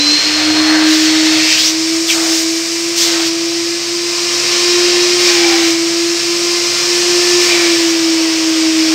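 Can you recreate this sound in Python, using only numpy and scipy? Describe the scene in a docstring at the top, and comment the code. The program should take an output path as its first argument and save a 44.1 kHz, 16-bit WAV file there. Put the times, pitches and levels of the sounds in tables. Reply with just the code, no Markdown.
"""First comes a sharp whistle of fan blades over the hum and rush of a canister vacuum cleaner.
Its unbalanced rotor hums, its motor and fan whine, and its exhaust air rushes out. Air tears through
the nozzle as it is lifted and tilted; whenever the nozzle is choked, the motor speeds up.
The machine runs on a concrete workshop floor, close to a hand-held microphone."""
import sys
import numpy as np
from scipy import signal
from scipy.fft import rfft, irfft, next_fast_len
from scipy.io import wavfile
from scipy.ndimage import uniform_filter1d, map_coordinates

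SR = 44100
rng = np.random.default_rng(int(sys.argv[2]) if len(sys.argv) > 2 else 0)


def wav_out(sig):
    """Save sig, one row per channel (or a flat mono array), as 16-bit PCM at SR to the path in sys.argv[1]."""
    wavfile.write(sys.argv[1], SR, np.round(np.clip(np.atleast_2d(sig).T, -1, 1) * 32767).astype(np.int16))


N = 394254

# The rotor's hum at the moving microphone. Each row: time in seconds, level in dB.
HUM_LEVELS = [(0, -18.5), (.35, -21.5), (.5, -14), (.78, -11.5), (1.33, -13), (1.95, -17), (2.3, -17),
              (2.97, -22), (3.14, -17), (3.7, -20), (4.42, -24), (4.76, -14.5), (5.3, -15.8), (5.45, -12.5),
              (6.05, -16.5), (6.6, -19), (7.15, -14.5), (8.9, -13)]
# Quiet spots that the microphone crosses, where the room's standing waves cancel the hum.
# Each row: time in seconds, half width in seconds, dip in dB.
QUIET_SPOTS = [(.21, 0.031, -19), (1.59, 0.15, -10.5), (2.1, 0.056, -6.5), (2.67, 0.069, -3.5),
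               (3.82, 0.068, -4.5), (6.21, .045, -6.5), (6.771, 0.11, -8), (7.5, 0.082, -3.5),
               (7.98, 0.052, -2.5), (8.38, .1, -2.5)]
# The tones of the whine. Each row: multiple of the rotor speed, level in dB against whine_db.
WHINE_TONES = [(3, -25.5), (4, -29.5), (5, -23.5), (6, -25), (7, -22), (8, -24.5), (9, -24), (10, -27),
               (11, -21), (12, -19), (13, -32), (14, -19.5), (23, -35), (25, -35), (28, -37.5)]

def motor(speed_hz, rush_db, strain_db_per_hz=0.1736):
    """The unbalanced rotor hums once a turn; bearings and electrical contacts add higher tones."""
    t, turn = np.arange(N) / SR, phase(speed_hz)
    hum_db, = curves(HUM_LEVELS)
    dips_db = sum(db * np.exp(-((t - s) / width) ** 2) for s, width, db in QUIET_SPOTS)
    hum = amp(hum_db + dips_db + 0.87 * wobble(22)) * np.sin(turn)
    octave_db = -39.5 + 0.46 * (hum_db - hum_db.mean())  # partly follows the hum's swells
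    whine_db = rush_db + strain_db_per_hz * (speed_hz - speed_hz.mean())  # grows as the rotor races
    tones = [(2, octave_db)] + [(round(multiple), whine_db + db) for multiple, db in WHINE_TONES]
    whine = 0
    for multiple, db in tones:
        gain = amp(db + 1.76 * wobble(2.484) + 2.0 * wobble(25))  # slow fades and quick flutter
        whine += gain * np.sin(multiple * turn + 0.36 * wobble(30))
    return np.sqrt(2) * (hum + whine)


# The exhaust's rush, louder when the motor strains and when the microphone faces it.
# Each row: time in seconds, level in dB.
RUSH_LEVELS = [(0, -14.5), (.75, -19), (1.8, -18.5), (2.15, -20), (2.9, -19.5), (3.4, -19.8), (4.0, -19.5),
               (4.55, -14), (5.1, -13.5), (5.8, -18), (6.3, -17.5), (7.0, -14.5), (7.3, -13.5),
               (7.85, -17.5), (8.55, -18), (8.9, -17)]
# The tone colours of the roar, the rush and the rumble. Each row: frequency in Hz, strength in dB.
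ROAR_COLOUR = [(150, -16.5), (260, 0), (400, 1), (620, 0.5), (850, -2.5), (1150, 2), (1450, -2),
               (2400, 6.5), (3100, 4), (4000, -1.5), (7000, -23)]
RUSH_COLOUR = [(2000, -15), (3300, -12), (4200, -2.5), (4700, 0.5), (5350, 2.5), (5900, -1.5), (7500, -8),
               (8600, -12), (9300, -18), (10000, -29.5), (11200, -29), (13000, -24.5), (15600, -35)]
RUMBLE_COLOUR = [(55, -26), (80, -14), (130, 4), (200, -3.5), (320, -22.5)]

def exhaust(flow, rush_db):
    """Air leaves the motor housing as a broad roar under a bright rush, and shakes the canister."""
    swell_db = rush_db - rush_db.mean()
    roar_db = rush_db - 6.6 + 2.5 * flow + 0.15 * swell_db  # louder when the air flows freely
    flutter_db = 0.18 * wobble(10)
    roar = amp(roar_db + flutter_db) * air(ROAR_COLOUR)
    rush = amp(rush_db + flutter_db + 0.074 * wobble(20)) * air(RUSH_COLOUR)
    rumble = amp(-42 + swell_db / 2 + 1.3 * wobble(1.3)) * air(RUMBLE_COLOUR)
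    return roar + rush + rumble


# The nozzle is lifted and set down; after the last lift it stays clear and its hiss fades away.
# Each row: start, length, opening time and fade time in seconds,
# then the boost in dB for the hiss at the start, the hiss at the end, the tearing and the gulp.
NOZZLE_LIFTS = [(-.05, 1.06, 0.72, 0.19, -7.5, -26.5, -.7, 1.5), (0.845, 0.9, 0.26, .4, -4, 1.7, 0.5, -5.5),
                (2.059, 0.4, .12, .22, -3, -5.5, -6, -2.5), (2.952, 0.35, 0.18, .1, 2.3, -6.5, -5, -4.6),
                (5.177, .57, .22, .15, 0, -5.5, -1.2, -8), (7.389, 0.59, 0.16, 0.41, -2, -12, -3, -4)]
# The nozzle's four air sounds, from low to high. Each row: frequency in Hz, strength in dB.
GULP_COLOUR = [(150, -7.5), (400, -5), (750, 2.5), (1050, -1), (1500, 1), (2200, -9.5), (4000, -46)]
TEARING_COLOUR = [(700, -46), (1400, 0), (1900, 8.5), (2400, 5), (3200, 4.5), (4100, 8.5), (5200, -33),
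                  (9000, -50)]
HISS_COLOUR = [(2500, -5), (4000, 3), (5200, 6.5), (6600, 1.5), (8200, -5), (10000, -22), (15000, -55)]
SPIT_COLOUR = [(6000, -20), (9000, -0.5), (10500, -4.5), (13000, 1), (15600, -3)]

def nozzle():
    """Air hisses and spits through a slit, tears and gulps when the gap is wide, and rings at the lip."""
    t = np.arange(N) / SR
    colours = [GULP_COLOUR, TEARING_COLOUR, HISS_COLOUR, SPIT_COLOUR]
    # One pair for each colour: base level at a slit in dB, change at the full gap in dB.
    levels = [(-38, 14.5), (-23.5, 3.5), (-8, -9), (-23, -14)]
    gains = np.zeros((len(colours), N))
    for start_s, length_s, opening_s, fade_s, start_db, end_db, tearing_db, gulp_db in NOZZLE_LIFTS:
        opening = gap(start_s, length_s, opening_s, fade_s)
        hiss_db = np.interp(t, [start_s, start_s + length_s], [start_db, end_db])
        boosts_db = [gulp_db, tearing_db, hiss_db, hiss_db]  # the spit follows the hiss
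        for gain, boost_db, (slit_db, wide_db) in zip(gains, boosts_db, levels):
            gain += gap_flow(opening) * amp(boost_db + slit_db + wide_db * opening)
    stream = sum(gain * amp(0.35 * wobble(25)) * air(colour) for gain, colour in zip(gains, colours))
    lip = sum(lip_ring(*row) for row in LIP_RINGS) + slurp()
    return (stream + lip) * amp(0.82 * wobble(45))


def gap(start_s, length_s, opening_s, fade_s):
    """How open the nozzle sounds during one lift, from 0 (silent) to 1 (wide open) and back."""
    t = np.arange(N) / SR - start_s
    return np.clip(np.minimum(t / opening_s, (length_s - t) / fade_s), 0, 1)


def gap_flow(opening):
    """The share of the full airflow that a gap lets in: most of it when only a third open."""
    return np.tanh(opening / .31)


def airflow(clear_s=7.5, clearing_s=0.092):
    """Flow in the hose, from 0 (choked) to 1 (free); from clear_s on, the nozzle stays off the floor."""
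    held_clear = np.clip((np.arange(N) / SR - clear_s) / clearing_s, 0, 1)
    lifts = sum(gap_flow(gap(*row[:4])) for row in NOZZLE_LIFTS)
    return np.minimum(held_clear + lifts, 1)


def rotor_speed(flow, start_hz=291, choked_hz=357.2, free_hz=317.6, choked_lag_s=.99, free_lag_s=.523):
    """Turns a second: moving air loads the fan, so it races when choked and slows when open."""
    goal_hz = choked_hz + (free_hz - choked_hz) * flow
    lag_s = choked_lag_s + (free_lag_s - choked_lag_s) * flow
    step = 1 / (SR * lag_s)  # each sample, the speed moves this share of the way to its goal
    memory = np.exp(-np.cumsum(step))
    return memory * (start_hz + np.cumsum(step * goal_hz / memory)) + 0.22 * wobble(14)


# Ringing at the nozzle's lip. Each row: start, swell time and fade time in seconds,
# then first pitch, last pitch and width in Hz, then peak level in dB.
LIP_RINGS = [(.6, .16, 0.13, 1837, 1664, 400, -19), (2.075, 0.0255, .045, 3500, 2280, 1100, -13.5),
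             (5.19, .1, 0.55, 2415, 2238, 129.3, -20), (5.3, 0.163, .2, 830, 792, 70, -23),
             (7.44, .07, 0.25, 2366, 2280, 210, -16)]

def lip_ring(start_s, swell_s, fade_s, first_hz, last_hz, width_hz, db):
    """A gap at the lip rings in the stream of air, swelling and fading while its pitch sinks."""
    peak_s, edge_db = start_s + swell_s, db - 12.5
    peak_hz = first_hz + (last_hz - first_hz) * swell_s / (swell_s + fade_s)
    path = [(start_s, first_hz, edge_db), (peak_s, peak_hz, db), (peak_s + fade_s, last_hz, edge_db)]
    return breathy_tone(path, width_hz)


# The slurp of a slow landing. Each row: time in seconds, pitch in Hz, level in dB.
SLURP_GLIDE = [(1.1, 1913, -27), (1.3, 2300, -32), (1.48, 2505, -16.5), (1.57, 2700, -17.5),
               (1.63, 3800, -20), (1.665, 5680, -9.5), (1.71, 5900, -30)]

def slurp():
    """The landing nozzle squeezes the gap, so the air's pitch rises."""
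    return breathy_tone(SLURP_GLIDE, width_hz=710)


# The early whistle dies away. Each row: time in seconds, blade tone in dB, lower side tone in dB.
WHISTLE_LEVELS = [(0, -20, -15), (.1, -14, -19), (.38, -27, -23), (.72, -32, -20), (1, -25.5, -32),
                  (1.5, -26, -29), (1.95, -40, -43)]

def fan_whistle(speed_hz, blades=14, ripple_hz=100, roughness=0.98):
    """Blades whistle past the housing; the ripple of mains power adds a wavering tone on each side."""
    blade_db, lower_db = curves(WHISTLE_LEVELS)
    upper_db = (blade_db + lower_db) / 2 - 8
    blade_angle, ripple_angle = blades * phase(speed_hz), phase(np.full(N, ripple_hz))
    whistle = 0
    for side, db in [(0, blade_db), (-1, lower_db), (1, upper_db)]:
        gain = amp(db + 2.6 * wobble(37.3))
        angle = blade_angle + side * (ripple_angle + wobble(10.6))
        whistle += gain * np.sin(angle + roughness * wobble(38.9))
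    octave = amp(blade_db - 19) * np.sin(2 * (blade_angle + roughness * wobble(40)))
    return np.sqrt(2) * during(WHISTLE_LEVELS) * (whistle + octave)


# The hose's faint, low drone. Each row: time in seconds, pitch in Hz, level in dB.
HOSE_DRONE = [(.2, 84, -58), (.35, 88, -41), (.52, 95, -37), (.7, 96, -48)]

def hose():
    """The air inside the hose drones while the hose swings."""
    hz, db = curves(HOSE_DRONE)
    return during(HOSE_DRONE) * amp(db + 1.5 * wobble(15)) * np.sin(phase(hz))


def workshop(sound, echo_db=-8, count=14):
    """Floor and walls send back weak echoes, whose delays drift as the microphone moves."""
    samples, echoes = np.arange(N), 0
    for delay_s in rng.uniform(.002, .03, count):
        sign = rng.choice([-1, 1])
        drifting_s = delay_s + .00008 * wobble(1.2)
        echoes += sign * np.interp(samples - SR * drifting_s, samples, sound, left=0)
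    return (sound + amp(echo_db) * echoes / np.sqrt(count)) / np.sqrt(1 + amp(echo_db) ** 2)


# The treble swells and dulls as the microphone turns. Each row: time in seconds, treble change in dB.
TREBLE_CHANGES = [(0, -6), (.55, -2), (1, -0.1), (1.6, -1.8), (2.15, 4.5), (2.85, 2.5), (3.3, 0), (4.2, 0),
                  (5, -2), (6.2, 0.5), (8.9, 0)]

def microphone_aim(sound, treble_hz=6430):
    """The microphone hears more treble when it points at the machine."""
    treble_db, = curves(TREBLE_CHANGES)
    treble = filtered(sound, lambda hz: 1 - 1 / (1 + (hz / treble_hz) ** 8))
    return sound + (amp(treble_db) - 1) * treble


def air(colour):
    """Swirling air: noise shaped by (Hz, dB) rows, falling away below the first row."""
    points_hz, db = np.transpose(colour)
    def response(hz):
        low_cut = np.minimum(hz / points_hz[0], 1) ** 2
        return amp(np.interp(np.log(hz + 1), np.log(points_hz), db)) * low_cut
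    return unit(filtered(rng.standard_normal(N), response))


def breathy_tone(rows, width_hz):
    """Swirling air rings at a gliding pitch: the narrower the width, the more like a whistle."""
    hz, db = curves(rows)
    lowpass = signal.butter(2, width_hz / 2, fs=SR, output="sos")
    noise_a, noise_b = signal.sosfilt(lowpass, rng.standard_normal((2, N)))
    angle = phase(hz)
    return during(rows) * amp(db) * unit(noise_a * np.cos(angle) + noise_b * np.sin(angle))


def amp(db):
    """Turn decibels into a gain."""
    return 10 ** (np.asarray(db) / 20)


def unit(x):
    """Scale a signal to an average power of 1."""
    return x / np.sqrt(np.mean(np.abs(x) ** 2) + 1e-20)


def curves(rows):
    """Join a table's rows with straight lines: one curve for each column after the time."""
    times, *columns = np.transpose(rows)
    return [np.interp(np.arange(N) / SR, times, column) for column in columns]


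def during(rows):
    """1 between a table's first and last time, 0 outside, with soft edges."""
    t = np.arange(N) / SR
    return uniform_filter1d(((t >= rows[0][0]) & (t <= rows[-1][0])) * 1., size=900)


def wobble(rate):
    """A smooth random curve that passes through `rate` random values a second."""
    values, coarse = rng.standard_normal(4096), np.arange(0, N, 32)
    smooth = map_coordinates(values, [coarse * rate / SR], mode="wrap")
    return np.interp(np.arange(N), coarse, smooth)


def filtered(x, response):
    """Scale each frequency in x by the gain response(hz)."""
    size = next_fast_len(N + SR // 4)
    return irfft(rfft(x, size) * response(np.fft.rfftfreq(size, 1 / SR)), size)[..., :N]


def phase(hz):
    """The running angle of a gliding pitch, in radians."""
    return 2 * np.pi * np.cumsum(hz) / SR


def scene():
    """The whole machine, heard alike in both channels."""
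    flow = airflow()
    speed_hz = rotor_speed(flow)
    rush_db, = curves(RUSH_LEVELS)
    rushing_air = workshop(exhaust(flow, rush_db) + nozzle())
    mono = microphone_aim(rushing_air + hose() + motor(speed_hz, rush_db) + fan_whistle(speed_hz))
    return np.array([mono, mono])


def record(dry, top_hz=15720):
    """Round off the highest peaks and keep nothing above top_hz."""
    soft = dry / (1 + np.abs(dry) ** 8) ** (1 / 8)
    return filtered(soft, lambda hz: hz < top_hz)


dry = scene()
out = record(dry)
wav_out(out)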